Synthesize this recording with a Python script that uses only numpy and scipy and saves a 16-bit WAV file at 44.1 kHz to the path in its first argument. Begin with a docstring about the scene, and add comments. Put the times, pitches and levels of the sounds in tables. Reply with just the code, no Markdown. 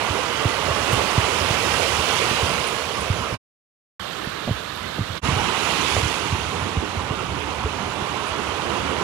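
"""Beside a rocky stream: fast water tumbles past, heard from three spots in turn, with quick fades between. The
water is patchy noise and rising bubble rings, split into four bands that swell over time. Wind on the hand-held
microphone is lumpy low noise, with pops as short falling rings; sharp ticks come from knocks on the body of the
recorder. The left port is partly covered: it hears the water muffled, through a small cavity, while the low
pops reach both ports. Short bursts of narrow noise make hisses of spray."""
import sys
import numpy as np
from scipy import signal
from scipy.fft import rfft, irfft, next_fast_len
from scipy.io import wavfile
from scipy.ndimage import uniform_filter1d, map_coordinates

SR = 44100
rng = np.random.default_rng(int(sys.argv[2]) if len(sys.argv) > 2 else 0)


def makeup_ratio(level_db):
    """Linear amplitude ratio for a level in decibels (20 dB per factor of ten)."""
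    decades = np.asarray(level_db, float) / 20
    return 10 ** decades


def pcm_store(signal):
    """Save signal as 16-bit PCM."""
    levels = np.round(np.clip(np.atleast_2d(signal), -1, 1) * 32767)
    wavfile.write(sys.argv[1], SR, levels.astype(np.int16).T)


N = 398218  # length in samples


def unit(x):
    """Scale so that the mean of the channels has rms 1."""
    return x / np.sqrt(np.mean(np.atleast_2d(x).mean(axis=0) ** 2) + 1e-20)


def along(points, hz):
    """Read each column after the Hz, on a log frequency axis."""
    point_hz, *columns = np.transpose(points)
    return [np.interp(np.log(hz + 1), np.log(point_hz + 1), column) for column in columns]


def curves(rows, t):
    """Read each column after the time, at times t."""
    row_s, *columns = np.transpose(rows)
    return [np.interp(t, row_s, column) for column in columns]


def wobble(size, rate):
    """A smooth random curve, with rate knots a second."""
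    knots = rng.standard_normal(int(size * rate / SR) + 4)
    return map_coordinates(knots, [np.arange(size) * rate / SR])


def filtered(x, response):
    """Multiply the spectrum of x by a response, which may be complex."""
    size = x.shape[-1]
    padded = next_fast_len(size + 8192)
    spectrum = rfft(x, padded) * response(np.fft.rfftfreq(padded, 1 / SR))
    return irfft(spectrum, padded)[..., :size]


def ports(heard, stray, cover):
    """Right hears the sound; left hears it reshaped and phase-shifted, mixed with sound of its own."""
    def left_response(hz):
        db, alike, lag = along(cover, hz)
        alike = np.clip(alike, 0, 1)
        shared = alike * np.exp(-1j * lag)
        own = np.sqrt(1 - alike ** 2)
        return makeup_ratio(db) * np.array([shared, own])
    left = filtered(np.array([heard, stray]), left_response).sum(axis=0)
    return np.array([left, heard])


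# Colour of the wind's rumble. Each row: frequency in Hz, relative strength in dB.
RUMBLE_COLOUR = [(13, -49), (22, -23.5), (52, -9.5), (70, 5.5), (190, -3), (257, -8.5), (300, -8),
                 (390, -19.5), (660, -120)]
# Strength of the wind, one list for each spot. Each row: time in seconds, level in dB.
WIND_LEVELS = [
    [(.03, -35), (.48, -39.5), (.81, -31), (1.2, -38), (1.58, -34), (1.8, -37), (2.5, -34.5), (2.8, -39),
     (3.2, -34)],
    [(4.2, -46.5), (4.52, -40), (4.65, -43), (5.0, -38)],
    [(5.3, -27.5), (5.44, -30), (5.56, -39), (5.94, -34.5), (6.1, -37), (6.5, -34.5), (6.96, -39.5),
     (7.3, -32), (7.65, -39), (7.81, -35), (8.28, -38.5), (8.8, -33), (9.0, -37.5)],
]


def wind(place, t):
    """Lumpy gusts rumble on the microphone: low noise that reaches both ports much alike."""
    size = len(t)
    eddies = makeup_ratio(2.1 * wobble(size, rate=18)) * rng.standard_normal((2, size))
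    rumble = filtered(eddies, lambda hz: makeup_ratio(along(RUMBLE_COLOUR, hz)[0]))
    # each row: Hz, left against right in dB, likeness 0-1, lag in radians
    both = ports(*rumble, [(60, -5.0, 0.9, .01), (250, -8.0, 0.78, 0.24)])
    return makeup_ratio(curves(WIND_LEVELS[place], t)[0]) * unit(both)


def pop(hz, length, t):
    """A pressure jolt: the capsule rings a few cycles, falling in pitch towards hz."""
    turns = hz * (t + .0035 * (1 - np.exp(-t / .004)))
    onset = 1 - np.exp(-(t / .002) ** 2)
    return -np.sin(2 * np.pi * turns) * onset * np.exp(-(t / length) ** 2)


# Wind pops on the capsule. Each row: start in seconds, strength in dB before onset, decay and port gains,
# the pitch in Hz that the ring falls to, length in seconds.
WIND_POPS = [(0.1014, -19, 81, 0.021), (0.4537, -10.5, 94.5, .018), (0.7041, -20, 92, .017),
             (0.929, -16, 103, .021), (1.178, -8, 96, .017), (1.41, -22, 78, .028),
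             (1.506, -12.5, 86.6, .012), (1.988, -22, 73, 0.028), (2.3113, -18.5, 98, .011),
             (2.427, -15, 84, 0.02), (3.1009, -12, 90, 0.024), (3.323, -18, 83, 0.011),
             (3.3395, -21.5, 92, 0.0091), (4.272, -12, 117, .004), (4.4751, -12.5, 150, 0.0048),
             (4.4835, -16, 150, 0.0063), (4.491, -18, 121, 0.009), (4.508, -11.5, 99, .014),
             (4.99, -12, 116, 0.0085), (5.006, -15, 95, 0.022), (5.1005, -24, 88, .024),
             (5.2864, -13, 102, .014), (5.327, -22, 73, .024), (5.363, -20, 104, 0.022),
             (5.9635, -16, 95.5, .027), (6.029, -15.5, 87.5, .019), (6.055, -15.5, 86, 0.014),
             (6.324, -15, 88, .025), (6.621, -22, 92, .032), (6.763, -21, 157, 0.025),
             (6.773, -13, 76.5, 0.022), (6.9683, -22.5, 86, 0.04), (7.1066, -15.5, 107, 0.013),
             (7.645, -17, 72, .03), (8.021, -19, 95, .01)]
# Sharp ticks in the body of the recorder, perhaps a finger shifting.
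# Each row: start in seconds, peak in dB before the port gains, pitch in Hz, decay in seconds.
CASE_TICKS = [(0.451, -17, 350, 0.0022), (1.178, -20, 350, .002), (4.229, -27.5, 688, .0015),
              (4.274, -27, 600, .001), (4.477, -18, 610, 0.0017), (4.484, -22, 600, .002),
              (4.492, -20, 605, .002), (4.508, -23, 450, .0015), (4.984, -22, 500, .003),
              (5.966, -10, 600, 0.0014), (6.764, -25, 400, .002), (7.638, -22, 1050, .0012),
              (7.658, -19.5, 432, 0.0091)]


def pops():
    """Single gusts jolt both ports together; ticks travel through the case to both."""
    out, t = np.zeros(N + SR), np.arange(SR // 10) / SR
    for start, db, hz, length in WIND_POPS:
        out[round(start * SR):][:len(t)] += makeup_ratio(db) * pop(hz, length, t)
    for start, db, hz, decay in CASE_TICKS:
        ring = np.sin(2 * np.pi * hz * t) + 0.14 * np.sin(2 * np.pi * 3.2 * hz * t)
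        tick = ring * np.exp(-t / decay)
        tick = tick * (1 - np.exp(-(t / 0.00047) ** 2))  # rounded start: little above 3 kHz
        out[round(start * SR):][:len(t)] += makeup_ratio(db) * tick / tick.max()
    return out[:N] * makeup_ratio([[-3], [2]])  # left and right gain in dB


# Short hisses of spray. Each row: start in seconds, level at the swell's top in dB, centre in Hz,
# spread to each side in Hz, rise in seconds.
SPRAY_HISSES = [(.915, -29.5, 9000, 4000, 0.013), (2.667, -29, 9800, 1000, 0.0037),
                (2.676, -32, 9000, 800, 0.0044), (3.003, -36, 9550, 1300, 0.0083),
                (4.243, -43, 11000, 1500, .006), (4.752, -44, 11500, 1200, 0.0067),
                (5.175, -32, 4900, 800, 0.0024), (8.265, -40, 9700, 1200, 0.013)]


def spray():
    """Brief narrow noise that swells and dies away, almost only at the open right port."""
    out, t = np.zeros(N + SR), np.arange(SR // 10) / SR
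    for start, db, centre_hz, width_hz, rise in SPRAY_HISSES:
        noise = rng.standard_normal(len(t))
        hiss = filtered(noise, lambda hz: np.exp(-((hz - centre_hz) / width_hz) ** 2))
        swell = (t / rise) * np.exp(1 - t / rise)
        out[round(start * SR):][:len(t)] += makeup_ratio(db) * unit(hiss) * swell
    return out[:N] * makeup_ratio([[-45], [0]])  # left and right gain in dB


def patchy(size, patchy_db):
    """Churning water: white noise with patches of random gain in time and pitch."""
    cells = signal.stft(rng.standard_normal(size + 512), nperseg=512)[2]
    field = uniform_filter1d(rng.standard_normal(cells.shape), size=2, axis=0)
    field = uniform_filter1d(field, size=7, axis=1)
    cells = cells * makeup_ratio(patchy_db * field / field.std())
    return unit(signal.istft(cells, nperseg=512)[1][:size])


def bubbles(size, rate, cycles, spread_db):
    """Bubbles ring briefly and rise in pitch; small ones are high, so the sum is about white."""
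    at, pitch, big = rng.random((int(rate * size / SR), 3)).T[:, :, None]
    hz, t = 550 * 14 ** pitch, np.arange(380) / SR
    turns = hz * t
    ring = np.sin(2 * np.pi * turns * (1 + 0.11 * turns / cycles))
    shape = ring * np.exp(-3 * turns / cycles) * (1 - np.exp(-turns))
    grains = hz * makeup_ratio(-spread_db * np.log(1 - big)) * shape
    where = (at * size).astype(int) + np.arange(len(t))
    return unit(np.bincount(where.ravel(), grains.ravel())[:size])


# The flow, one list for each spot. Each row: time in seconds, level of the water's body in dB,
# fizz over body in dB as the microphone turns, left-right balance of the treble in dB
# (only its change from the spot's average is used).
WATER_FLOW = [
    [(0, -29.5, -11, -22), (.3, -30, -9.5, -20), (.75, -28.5, -10, -20), (1.0, -27, -9, -20),
     (1.3, -29, -7.5, -22.5), (1.8, -29.5, -4.5, -27.5), (2.25, -29.5, -5, -29.5),
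     (2.5, -30.5, -5.5, -29.5), (2.75, -32.5, -7, -27.5), (3.34, -34, -9.5, -24.5)],
    [(4.01, -38.5, -8.5, -21), (5.17, -39, -8, -20)],
    [(5.25, -30, -8.5, -19), (5.5, -29.5, -9.5, -20), (5.7, -29, -6.5, -18), (5.95, -31, -4, -23),
     (6.3, -34, -8, -27.5), (6.7, -33, -12, -23), (7.1, -34, -13.5, -20.5), (7.7, -33.5, -13.5, -21),
     (8.3, -32, -13.5, -17.5), (8.8, -30.5, -14.5, -19.5), (9.03, -29, -15, -19)],
]
# Each row is a spot: gurgle over body in dB at average fizz, rush over body in dB when fizz equals body.
BAND_LEVELS = [(-2.5, 4), (-2, 6), (-2.5, 5)]
# Edges in Hz between gurgle, body, rush and fizz.
BAND_EDGES_HZ = (700, 1700, 4500)
# Colour of the water at each spot, before its bands are levelled.
# Each row: frequency in Hz, relative strength in dB.
COLOURS = ([(88, -29.5), (160, -6.5), (300, -1.5), (480, 2.5), (740, -5.5), (1050, -3), (1400, -7),
            (1750, -9), (2900, -5), (3700, -11), (6630, -17), (8540, -21.5), (10200, -19.5), (11900, -31),
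            (15600, -33.5)], [(88, -19.5), (150, -2), (253, -6), (353, -0.5), (396, -1.5), (798, -5.5),
                             (879, -8), (1110, -3), (1570, -6), (2230, -11), (3630, -8), (4300, -13),
                             (4900, -17.5), (6020, -21), (10200, -27.5), (11900, -27), (15600, -39.5)], [(88, -35), (160, 0), (420, 4), (657, -6), (988, -3),
                                              (1400, -7.5), (1750, -10.5), (2820, -6.5), (4960, -16.5),
                                              (6510, -17), (8880, -23.5), (10200, -21), (11900, -32.5),
                                              (15600, -39.5)])
# The covered left port against the open one, in two positions of the cover.
# Each row: frequency in Hz, level in dB before the balance shifts, likeness 0-1, lag in radians.
COVER_ONE = [(60, 2, .95, 0), (220, -10.5, .8, 0.95), (330, -20, 0.99, 1.6), (536, -13.5, 0.9, -1),
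             (860, -9, 0.7, 0.9), (1170, -6, 0.6, 0.65), (1450, -6.5, 0.3, 0.5), (1800, -18, 0.6, 2),
             (2210, -21, .35, -2), (2900, -42, .2, 16), (4200, -28.5, .1, 7.5), (6000, -26, .05, 10),
             (8000, -32.5, .05, 5.5), (9200, -59, .05, 3), (12500, -45, .05, -1), (15000, -17, .05, 17.5)]
COVER_TWO = [(60, -5.5, .97, -3), (217, -7.5, 0.6, 0.6), (333, -18, 0.61, -1), (550, -23, 0.45, -3),
             (770, -11.5, .55, -2), (1150, -11.5, .75, 0.7), (1700, -12.5, .4, 0), (2190, -22, .3, 7),
             (2790, -21, .4, 1.5), (3300, -51, .1, 2), (4600, -36.5, .1, -5), (5770, -22, .05, 3),
             (9000, -25, .05, 11), (11000, -38, .05, 0), (15000, -46, .05, -2.5)]
COVERS = (COVER_ONE, COVER_TWO, COVER_ONE)


def water(place, t):
    """Churn and bubbles in four bands that swell with the view, muffled at the covered port."""
    size = len(t)
    body_db, bright_db, high_balance_db = curves(WATER_FLOW[place], t)
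    gurgle_over_db, rush_over_db = BAND_LEVELS[place]
    # gurgle and rush follow the fizz by 0.15 and 0.7 dB for each dB
    gurgle_db = body_db + gurgle_over_db + 0.15 * (bright_db - bright_db.mean())
    rush_db = body_db + rush_over_db + 0.7 * bright_db
    fizz_db = body_db + bright_db
    # a tighter cover dulls the treble and lifts the cavity: dB below 1.7 kHz for each dB above
    low_balance_db = -0.35 * high_balance_db

    churn = [patchy(size, patchy_db=2.0) + 0.36 * bubbles(size, rate=2500, cycles=9.9, spread_db=0.97)
             for port in ("right", "left's own")]
    coloured = filtered(np.array(churn), lambda hz: makeup_ratio(along(COLOURS[place], hz)[0]))
    stereo = ports(*coloured, COVERS[place])

    def above(edge_hz):
        return filtered(stereo, lambda hz: 1 / (1 + (edge_hz / (hz + 1)) ** 6))

    over_gurgle, over_body, fizz = [above(edge_hz) for edge_hz in BAND_EDGES_HZ]
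    gurgle, body, rush = stereo - over_gurgle, over_gurgle - over_body, over_body - fizz

    surge = wobble(size, rate=9.08)  # shared by all bands
    flicker = wobble(size, rate=16)  # the fizz alone
    low = makeup_ratio(body_db + 0.48 * surge) * unit(body)
    low = low + makeup_ratio(gurgle_db + 0.3 * surge) * unit(gurgle)
    high = makeup_ratio(rush_db + 0.3 * surge) * unit(rush)
    high = high + makeup_ratio(fizz_db + 0.22 * surge + 0.35 * flicker) * unit(fizz)

    def shifting(db):  # the cover slides over the left port; the right stays put
        return [makeup_ratio(db - db.mean()), np.ones(size)]

    return low * shifting(low_balance_db) + high * shifting(high_balance_db)


# The listening spots. Each row: from and until, in seconds.
SPOT_TIMES = [(0, 3.34), (4.01, 5.17), (5.25, 9.03)]


def spot(place):
    """Water over the wind's rumble at one spot, with 0.04 s to spare at each end for the fades."""
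    from_s, until_s = SPOT_TIMES[place]
    t = np.arange(round((from_s - .04) * SR), round((until_s + .04) * SR)) / SR
    t = t[(t >= 0) & (t < N / SR)]
    out = np.zeros((2, N))
    out[:, round(t[0] * SR):][:, :len(t)] = water(place, t) + wind(place, t)
    return out


def scene():
    """Three spots along the stream, with pops and spray."""
    return sum(spot(place) for place in range(len(SPOT_TIMES))) + pops() + spray()


# Each change of spot. Each row: silent from and silent until, fade-out and fade-in length, all in seconds.
SPOT_FADES = [(3.379, 3.995, .036, .002), (5.211, 5.211, .033, .036)]


def fades(t):
    """The edit fades out of one spot and into the next."""
    gain = np.ones(N)
    for from_s, until_s, out_s, in_s in SPOT_FADES:
        ramp = np.maximum((from_s - t) / out_s, (t - until_s) / in_s)
        gain *= np.clip(ramp, 0, 1) ** 2  # square of the time from silence
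    return gain


def top_cut(x):
    """Nothing passes above the cut-off."""
    return signal.sosfilt(signal.butter(12, 15780, fs=SR, output="sos"), x)


def record(dry):
    """Cut everything from 15780 Hz up, then apply the fades of the edit."""
    limited = filtered(dry, lambda hz: hz < 15780)
    faded = limited * fades(np.arange(N) / SR)
    return top_cut(faded)


dry = scene()
out = record(dry)
pcm_store(out)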